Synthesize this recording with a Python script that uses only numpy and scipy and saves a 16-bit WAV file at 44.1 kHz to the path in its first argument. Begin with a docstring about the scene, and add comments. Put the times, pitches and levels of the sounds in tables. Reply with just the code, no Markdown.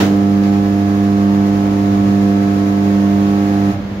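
"""A large electric motor runs up under load on a soft starter, heard at the cabinet in a hard plant room.
The switch-on crash dies into a loud 100 Hz magnetic hum, a panel buzz from chopped current and a roar.
A second hum beats slowly against it; a frame resonance swells midway. Plant air and two scuffs lie under.
Near the end the starter switches over with a dull thump, leaving a softer hum, a rush and a thin whine."""
import sys
import numpy as np
from scipy import signal
from scipy.fft import rfft, irfft
from scipy.io import wavfile
from scipy.ndimage import uniform_filter1d

SR = 44100
rng = np.random.default_rng(int(sys.argv[2]) if len(sys.argv) > 2 else 0)


def digitize_waveform(pressure):
    """Quantize a signal to 16-bit integers and store it at the path in sys.argv[1].

    Rows of a 2-D input are taken as channels; values are limited to [-1, 1].
    """
    field = np.atleast_2d(pressure).T
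    bounded = np.clip(field, -1, 1)
    quanta = np.round(bounded * 32767).astype(np.int16)
    wavfile.write(sys.argv[1], SR, quanta)


N = 176400

HUM_HZ, HUM_GAIN_DB, FIRST_PULSE_S, LEFT_LAG_S = 100.05, -1.5, 0.008363, 0.0001
FRAME_HZ, FRAME_WIDTH_HZ = 272, 56
BEAT_HZ, BEAT_PEAK_S = 1.12, 0.38
LOAD_END_S, THUMP_S = 3.708, 3.725
BUZZ_FALL_S, ROAR_FALL_S, RISE_DB_PER_S = 0.071, 0.035, 0.5
WIDE_HZ = 635  # the ears differ above this

# switch-on crash spectrum (frequency [Hz], density [dB/Hz])
CRASH_SPECTRUM = [(20, -78), (60, -61), (110, -45.5), (250, -43.5), (420, -45.5), (800, -48.5), (1250, -54),
                  (1700, -55), (3000, -58), (4500, -62), (7000, -65.5), (8200, -77), (10000, -76),
                  (15500, -73)]
# magnetic hum (multiple [x HUM_HZ], level before gain [dB], left minus right [dB], waver [dB], fall [s])
HUM_PARTIALS = [(1, -21.5, -2.25, -0.7, .035), (2, -13, -2.8, 0.15, 0.014), (3, -17.5, -5, 0.03, 0.011),
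                (4, -27, -3, 1.0, 0.036), (5, -34, 1, 1, 0.046), (7, -30.5, -6, 0.54, 0.078)]
# sheet metal buzz (multiple [x HUM_HZ], level [dB])
PANEL_PARTIALS = [(6, -46), (8, -36.5), (9, -42), (10, -43.5), (11, -39.5), (12, -45), (13, -42), (14, -57),
                  (15, -51), (16, -47.5), (17, -45.5), (18, -49.5)]
# partials from unequal mains half cycles (multiple [x HUM_HZ], level [dB])
UNEVEN_PARTIALS = [(.5, -49.5), (1.5, -40), (2.5, -47.5), (4.5, -52), (5.5, -44), (6.5, -46), (7.5, -51.5),
                   (10.5, -66)]
# roar under load (frequency [Hz], density [dB/Hz])
ROAR_SPECTRUM = [(20, -110), (300, -67), (400, -66), (550, -57), (610, -62), (690, -60), (850, -67.5),
                 (1100, -65), (1400, -70), (1700, -69), (2200, -70.5), (3000, -76.5), (4200, -78.5),
                 (6000, -80.5), (7000, -82), (8200, -96), (9600, -89.5), (12000, -88), (15500, -91)]
# loaded shaft rumble (frequency [Hz], density [dB/Hz])
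RUMBLE_SPECTRUM = [(20, -87), (35, -68), (50, -57), (80, -60), (120, -54), (160, -57.5), (260, -54),
                   (330, -53.5), (390, -68.5), (700, -98), (15500, -130)]
# plant fans and air (frequency [Hz], density [dB/Hz])
AIR_SPECTRUM = [(20, -89), (60, -63), (200, -69.5), (500, -66), (1000, -70.5), (1700, -76.5), (3000, -83),
                (3800, -82), (7000, -90), (8200, -104), (10000, -100), (12000, -97.5), (15500, -102)]
# scuff colour (frequency [Hz], density before gain [dB/Hz])
SCUFF_SPECTRUM = [(20, -110), (1000, -82), (2400, -67), (3300, -80), (4600, -72), (6000, -82), (7000, -82),
                  (8200, -96), (10000, -90), (15500, -92)]
# scuffs (time [s], gain [dB])
SCUFF_EVENTS = [(.435, 1.5), (.525, -2)]
# full-speed hum (frequency [Hz], level [dB])
RUN_PARTIALS = [(100, -30.5), (199, -24.5), (298, -44), (399, -45), (500, -42), (560, -47), (1647, -58),
                (2137, -57)]
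# full-speed rush (frequency [Hz], density [dB/Hz])
RUN_SPECTRUM = [(20, -75), (60, -56), (100, -48), (150, -54), (320, -53.5), (440, -66.5), (560, -62),
                (800, -66.5), (1200, -73), (1700, -72), (2800, -78), (7000, -97), (8200, -110),
                (15500, -110)]
# cabinet modes (frequency [Hz], level [dB], t60 [s])
CABINET_MODES = [(97.3, -15.5, 0.35), (301.4, -22.5, 0.55), (585, -29, 0.46), (796, -37, .5)]


def undb(db):
    """Decibels to gain."""
    return 10 ** (np.asarray(db) / 20)


def walk(rate_hz):
    """Smooth random drift, spread near 1."""
    hold = int(SR / rate_hz)
    steps = np.repeat(rng.standard_normal(N // hold + 3), hold)
    start = rng.integers(hold)
    return 1.34 * uniform_filter1d(uniform_filter1d(steps, hold), hold)[start:start + N]


def pan(db):
    """Stereo gains for a left-minus-right level."""
    return undb(np.array([[db], [-db]]) / 2)


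def tone(t, hz, db, phase_rad=0):
    """Sine at an rms level."""
    return np.sqrt(2) * undb(db) * np.sin(2 * np.pi * hz * t + phase_rad)


def room_noise(spectrum):
    """Shaped stereo noise: bass alike in both ears, treble unrelated."""
    bins_hz = np.maximum(np.fft.rfftfreq(N, 1 / SR), 1)
    hz, db = np.array(spectrum).T
    gain = undb(np.interp(np.log(bins_hz), np.log(hz), db)) * np.sqrt(SR / 2)
    coherence = 0.95 / (1 + (bins_hz / WIDE_HZ) ** 3)
    mid, side = rfft(rng.standard_normal((2, N)))
    ears = mid * np.sqrt((1 + coherence) / 2) + side * np.sqrt((1 - coherence) / 2) * np.array([[1], [-1]])
    return irfft(ears * gain, N) * pan(-0.5)


def load(t, fall_s, rise_db_per_s=0):
    """Load envelope: unity at mid run-up, decay from the switch-over."""
    rise = undb(rise_db_per_s * (t - LOAD_END_S / 2))
    return rise * np.exp(-np.maximum(t - LOAD_END_S, 0) / fall_s)


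def crash(t, hold_s=0.011, low_t60_s=0.97, high_t60_s=0.4):
    """Switch-on crash: holds briefly, fades in the room, treble first."""
    burst = room_noise(CRASH_SPECTRUM)
    age_s = np.maximum(t - hold_s, 0)
    low = signal.sosfiltfilt(signal.butter(2, 700, fs=SR, output="sos"), burst)
    return low * undb(-60 * age_s / low_t60_s) + (burst - low) * undb(-60 * age_s / high_t60_s)


def hum(t):
    """Each mains half cycle tugs the iron and rings the frame; a slower hum beats with partial 2."""
    ear_s = t - FIRST_PULSE_S - LEFT_LAG_S * np.array([[1], [0]])
    out = 0
    for multiple, db, pan_db, waver_db, fall_s in HUM_PARTIALS:
        hz = multiple * HUM_HZ
        frame_rad = np.pi / 4 + np.arctan2(FRAME_WIDTH_HZ / 2, hz - FRAME_HZ)
        partial = tone(ear_s, hz, db + waver_db * walk(14), frame_rad)
        if multiple == 2:
            partial += tone(ear_s, hz - BEAT_HZ, -28.5, frame_rad + 2 * np.pi * BEAT_HZ * BEAT_PEAK_S)
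        out += partial * pan(pan_db) * load(t, fall_s)
    return out * undb(HUM_GAIN_DB)


def buzz(t, waver_db=2.16, fizz_db=-56, fizz_db_per_octave=-6.5):
    """Chopped current buzzes the panels; the room scatters each partial differently to each ear."""
    fizz = [(multiple, fizz_db + fizz_db_per_octave * np.log2(multiple / 19)) for multiple in range(19, 70)]
    out = 0
    for multiple, db in PANEL_PARTIALS + UNEVEN_PARTIALS + fizz:
        hz = multiple * HUM_HZ
        width = min(hz / WIDE_HZ, 1) ** 2
        scatter_rad = width * (1.19 * rng.choice([-1, 1]) * rng.uniform(0.6, 1) + 0.14 * walk(2))
        phase_rad = rng.uniform(0, 2 * np.pi) + 0.12 * walk(10) + scatter_rad * np.array([[1], [-1]])
        out += tone(t, hz, db + waver_db * walk(9), phase_rad)
    return out * load(t, BUZZ_FALL_S, RISE_DB_PER_S)


def whistle(t):
    """Faint wavering whistle; rises and stops with the buzz."""
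    line = tone(t, hz=5303, db=-69 + 2 * walk(7.5), phase_rad=np.array([[0], [np.pi / 2]]))
    return line * load(t, BUZZ_FALL_S, RISE_DB_PER_S)


def roar(t, pulse_depth=0.066, flicker_db=0.62, wall_lag_s=0.013):
    """Grows with speed, pulses with the current; arrives via the walls, so stops late."""
    pulse = 1 + pulse_depth * np.cos(2 * np.pi * HUM_HZ * t)
    rush = room_noise(ROAR_SPECTRUM) * pulse * undb(flicker_db * walk(40))
    return rush * load(t - wall_lag_s, ROAR_FALL_S, RISE_DB_PER_S)


def rumble(t):
    """Loaded shaft: steady until the switch-over."""
    return room_noise(RUMBLE_SPECTRUM) * load(t, ROAR_FALL_S)


def plant_air():
    """Steady fans and air."""
    return room_noise(AIR_SPECTRUM)


def scuffs(t, fall_s=0.04):
    """Two faint scuffs close by."""
    envelope = sum(undb(db) * (t > at_s) * np.exp(-np.abs(t - at_s) / fall_s) for at_s, db in SCUFF_EVENTS)
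    return room_noise(SCUFF_SPECTRUM) * envelope


def frame_swell(t, peak_s=2.04, width_s=0.14):
    """A frame resonance swells as the shaft speed passes it."""
    return tone(t, hz=112.4, db=-29) * np.exp(-((t - peak_s) / width_s) ** 2 / 2)


def running(t, rise_s=0.04):
    """Full speed: softer hum, rush of air, thin electronic whine."""
    soft_hum = sum(tone(t - THUMP_S, hz, db + walk(10)) for hz, db in RUN_PARTIALS)
    whine = tone(t, hz=12000, db=-73, phase_rad=1.5 * walk(150))
    fade_in = np.clip((t - LOAD_END_S) / rise_s, 0, 1)
    return (soft_hum * pan(-1.7) + whine + room_noise(RUN_SPECTRUM)) * fade_in


def thump(t, rise_s=0.02):
    """The switch-over rings the cabinet softly."""
    age_s = np.maximum(t - THUMP_S, 0)
    ring = sum(tone(age_s, hz, db) * undb(-60 * age_s / t60_s) for hz, db, t60_s in CABINET_MODES)
    return ring * (1 - np.exp(-age_s / rise_s)) * pan(-2.5)


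def scene():
    """Motor, starter and room, summed in stereo."""
    t = np.arange(N) / SR
    run_up = hum(t) + buzz(t) + whistle(t) + roar(t) + rumble(t) + frame_swell(t)
    return crash(t) + run_up + running(t) + thump(t) + scuffs(t) + plant_air()


def record(dry, fade_s=0.003, ceiling=0.85, top_hz=15700):
    """Fade-in, soft peak limit, steep low-pass."""
    faded = dry * np.sin(np.pi / 2 * np.minimum(np.arange(N) / SR / fade_s, 1)) ** 2
    limited = faded / (1 + (faded / ceiling) ** 24) ** (1 / 24)
    return signal.sosfilt(signal.ellip(10, 0.1, 80, top_hz, fs=SR, output="sos"), limited)


dry = scene()
out = record(dry)
digitize_waveform(out)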